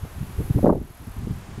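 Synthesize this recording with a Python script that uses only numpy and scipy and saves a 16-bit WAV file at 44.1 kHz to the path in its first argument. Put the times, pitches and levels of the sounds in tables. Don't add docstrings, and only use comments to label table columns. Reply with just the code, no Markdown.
import sys
import numpy as np
from scipy import signal
from scipy.fft import rfft, irfft
from scipy.io import wavfile

SR = 44100
rng = np.random.default_rng(int(sys.argv[2]) if len(sys.argv) > 2 else 0)


def materialize(psi):
    bounded = np.clip(np.atleast_2d(psi).T, -1, 1)
    quanta = np.round(bounded * 32767).astype(np.int16)
    wavfile.write(sys.argv[1], SR, quanta)


N = 70560
T = np.arange(N) / SR


def from_db(db):
    return 10 ** (np.asarray(db) / 20)


def unit_rms(x):
    return x / np.sqrt(np.mean(x ** 2) + 1e-20)


def fader(rows):
    return from_db(np.interp(T, *np.transpose(rows)))


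def filtered(x, hz, kind, order):
    return signal.sosfilt(signal.butter(order, np.clip(hz, 5, .45 * SR), kind, fs=SR, output="sos"), x)


def shaped_noise(spectrum):
    hz, db = np.transpose(spectrum)
    bin_hz = np.maximum(np.arange(N // 2 + 1) * SR / N, 1)
    gain = from_db(np.interp(np.log(bin_hz), np.log(hz), db))
    return unit_rms(irfft(rfft(rng.standard_normal(N)) * gain, N))


def drift(hz):
    return unit_rms(filtered(rng.standard_normal(2 * N), hz, "low", order=2)[N:])


def wind_buffets():
    # crest time in seconds, half-length in seconds,
    # level at the crest in dB, corner frequency in Hz.
    bursts = [(0.038, 0.014, -27, 164), (.051, 0.0033, -39, 810), (0.116, 0.0095, -39, 128),
              (0.177, 0.018, -31, 176), (0.219, 0.013, -24.5, 207), (0.291, 0.021, -36, 234),
              (0.353, 0.019, -34, 99), (0.394, 0.017, -22.5, 126), (0.387, 0.0014, -28.5, 740),
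              (0.402, 0.014, -25, 368), (.446, 0.006, -27, 121), (0.502, 0.0027, -21, 312),
              (0.519, 0.0049, -29, 127.6), (0.566, 0.017, -19.5, 287), (0.588, 0.0045, -22, 615),
              (0.61, 0.0059, -23.5, 253), (0.631, 0.0022, -14, 510), (0.6453, 0.0042, -8, 630),
              (0.659, 0.0013, -11.5, 810), (0.6673, 0.0026, -6.5, 885), (0.676, 0.0013, -6.5, 826),
              (0.698, 0.0068, -4.5, 817), (0.718, 0.0038, -7, 237), (0.729, 0.0056, -10, 705),
              (0.753, 0.0041, -14, 590), (0.771, 0.0084, -18.5, 553), (0.797, 0.015, -19.5, 122),
              (0.814, 0.0081, -23, 448), (0.849, 0.0067, -29, 228), (0.905, 0.0059, -32, 295),
              (1.015, 0.018, -33, 273), (1.077, 0.007, -27, 258), (1.098, 0.01, -31, 108),
              (1.177, 0.01, -25.5, 217), (1.232, 0.027, -30, 208), (1.273, 0.0065, -25, 394),
              (1.308, .009, -23, 263), (1.329, 0.038, -31.5, 170), (1.385, 0.025, -39, 161),
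              (1.488, 0.019, -39.5, 260), (1.539, 0.022, -40, 172), (1.582, 0.0071, -28, 328)]
    attack_share, release_share = 0.68, 1.184
    out = np.zeros(N)
    for crest_s, half_s, db, corner_hz in bursts:
        air = rng.standard_normal(N + SR // 4)
        air = filtered(air, 0.5 * corner_hz, "low", order=2)
        air = filtered(air, 1.406 * corner_hz, "low", order=5)
        air = filtered(air, 60 + 0.092 * corner_hz, "high", order=2)[-N:]
        width_s = half_s * np.where(T < crest_s, attack_share, release_share)
        swell = np.exp(-.5 * ((T - crest_s) / width_s) ** 2)
        out += from_db(db) * unit_rms(air * swell) * np.sqrt(np.mean(swell ** 2))
    return out


def eddy_thumps():
    # time in seconds, peak level in dB, centre frequency in Hz.
    eddies = [(.050, -29.5, 187), (0.392, -24.5, 119), (.510, -8.5, 106.5), (0.5613, -5.5, 96.3),
              (0.6841, 1.5, 260)]
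    out = np.zeros(N)
    for at_s, db, hz in eddies:
        phase_squared = (np.pi * hz * (T - at_s)) ** 2
        out += from_db(db) * (2 * phase_squared - 1) * np.exp(-phase_squared)
    return out


def gust_snap():
    at_s, level_db, decay_s = .6845, -31, .0005
    hiss = filtered(rng.standard_normal(N), hz=7000, kind="low", order=1)
    return from_db(level_db) * hiss * np.exp(-np.abs(T - at_s) / decay_s)


def air_stream():
    # time in seconds, level in dB.
    stream_levels = [(0, -47), (.3, -42.5), (.55, -35), (.78, -24), (.88, -41.5), (.96, -51), (1.1, -47),
                     (1.3, -36.5), (1.45, -46), (1.6, -39)]
    # frequency in Hz, relative spectral density in dB.
    rumble_spectrum = [(10, -73), (25, 12.5), (50, -4), (110, 4.5), (200, -17), (400, -9), (900, -84),
                       (3000, -84)]
    return fader(stream_levels) * shaped_noise(rumble_spectrum)


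def grass_rustle():
    # time in seconds, level in dB.
    breeze_levels = [(0, -45.5), (.4, -44), (.65, -44), (1.0, -43.5), (1.3, -45.5), (1.6, -44.5)]
    # frequency in Hz, relative spectral density in dB.
    rustle_spectrum = [(60, 11), (300, -3.5), (520, -2.5), (780, 1), (1250, -2.5), (2000, -7), (3000, -11),
                       (4200, -14), (5400, -16), (6600, -15), (8300, -17.5), (10000, -17.5), (12000, -23.5),
                       (14000, -22), (15700, -33)]
    flutter_db = 0.11 * drift(hz=25)
    return fader(breeze_levels) * from_db(flutter_db) * shaped_noise(rustle_spectrum)


def grasshoppers():
    # frequency in Hz, relative spectral density in dB.
    rasp_spectrum = [(6000, -40), (8500, -19), (10100, -11), (10600, -3.5), (11500, 0), (11900, -3.5),
                     (12400, -4), (12900, -12), (14200, -17.5), (15700, -20)]
    # time in seconds, level in dB.
    pulsing_levels = [(0, -60), (.4, -60.5), (.7, -52.5), (.95, -53.5), (1.17, -55.5), (1.21, -62.5),
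                      (1.31, -63), (1.35, -60), (1.415, -62.5), (1.44, -84)]
    # time in seconds, level in dB.
    buzzing_levels = [(0, -62), (.25, -57), (.35, -57.5), (.43, -51.5), (.63, -54.5), (.67, -69),
                      (.72, -80)]
    stroke_period_s, stroke_crest_s, sharpness = .0243, .950, .62
    buzz_hz, buzz_depth = 85.6, 0.14
    jitter_s = 0.0011 * drift(hz=16)
    uneven_db = 0.5 * drift(hz=16)
    cycles = (T - stroke_crest_s + jitter_s) / stroke_period_s
    strokes = unit_rms(np.exp(sharpness * np.cos(2 * np.pi * cycles)) * from_db(uneven_db))
    buzz = unit_rms(1 + buzz_depth * np.cos(2 * np.pi * buzz_hz * T))
    pulsing = fader(pulsing_levels) * strokes * shaped_noise(rasp_spectrum)
    buzzing = fader(buzzing_levels) * buzz * shaped_noise(rasp_spectrum)
    tooth_roughness = unit_rms(from_db(-0.7 * drift(hz=500)))
    return (pulsing + buzzing) * tooth_roughness


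def scene():
    field = grass_rustle() + grasshoppers()
    wind = air_stream() + wind_buffets() + eddy_thumps() + gust_snap()
    return (field + wind)[None]


def gain_control(x):
    threshold_db, window_s, hold_s, release_db_per_s = -16.5, 0.028, 0.064, 18
    pole = np.exp(-1 / (window_s * SR))
    power = signal.lfilter([1 - pole], [1, -pole], x ** 2)
    excess_db = np.maximum(10 * np.log10(power + 1e-12) - threshold_db, 0)
    release_db = release_db_per_s * T
    duck_db = np.maximum.accumulate(excess_db + release_db) - release_db
    held_db = np.interp(T - hold_s, T, duck_db)
    return x * from_db(-np.maximum(duck_db, held_db))


def record(dry):
    cutoff_hz = 15660
    top_cut = signal.ellip(12, .1, 90, cutoff_hz, fs=SR, output="sos")
    return signal.sosfilt(top_cut, gain_control(dry[0]))[None]


dry = scene()
out = record(dry)
materialize(out)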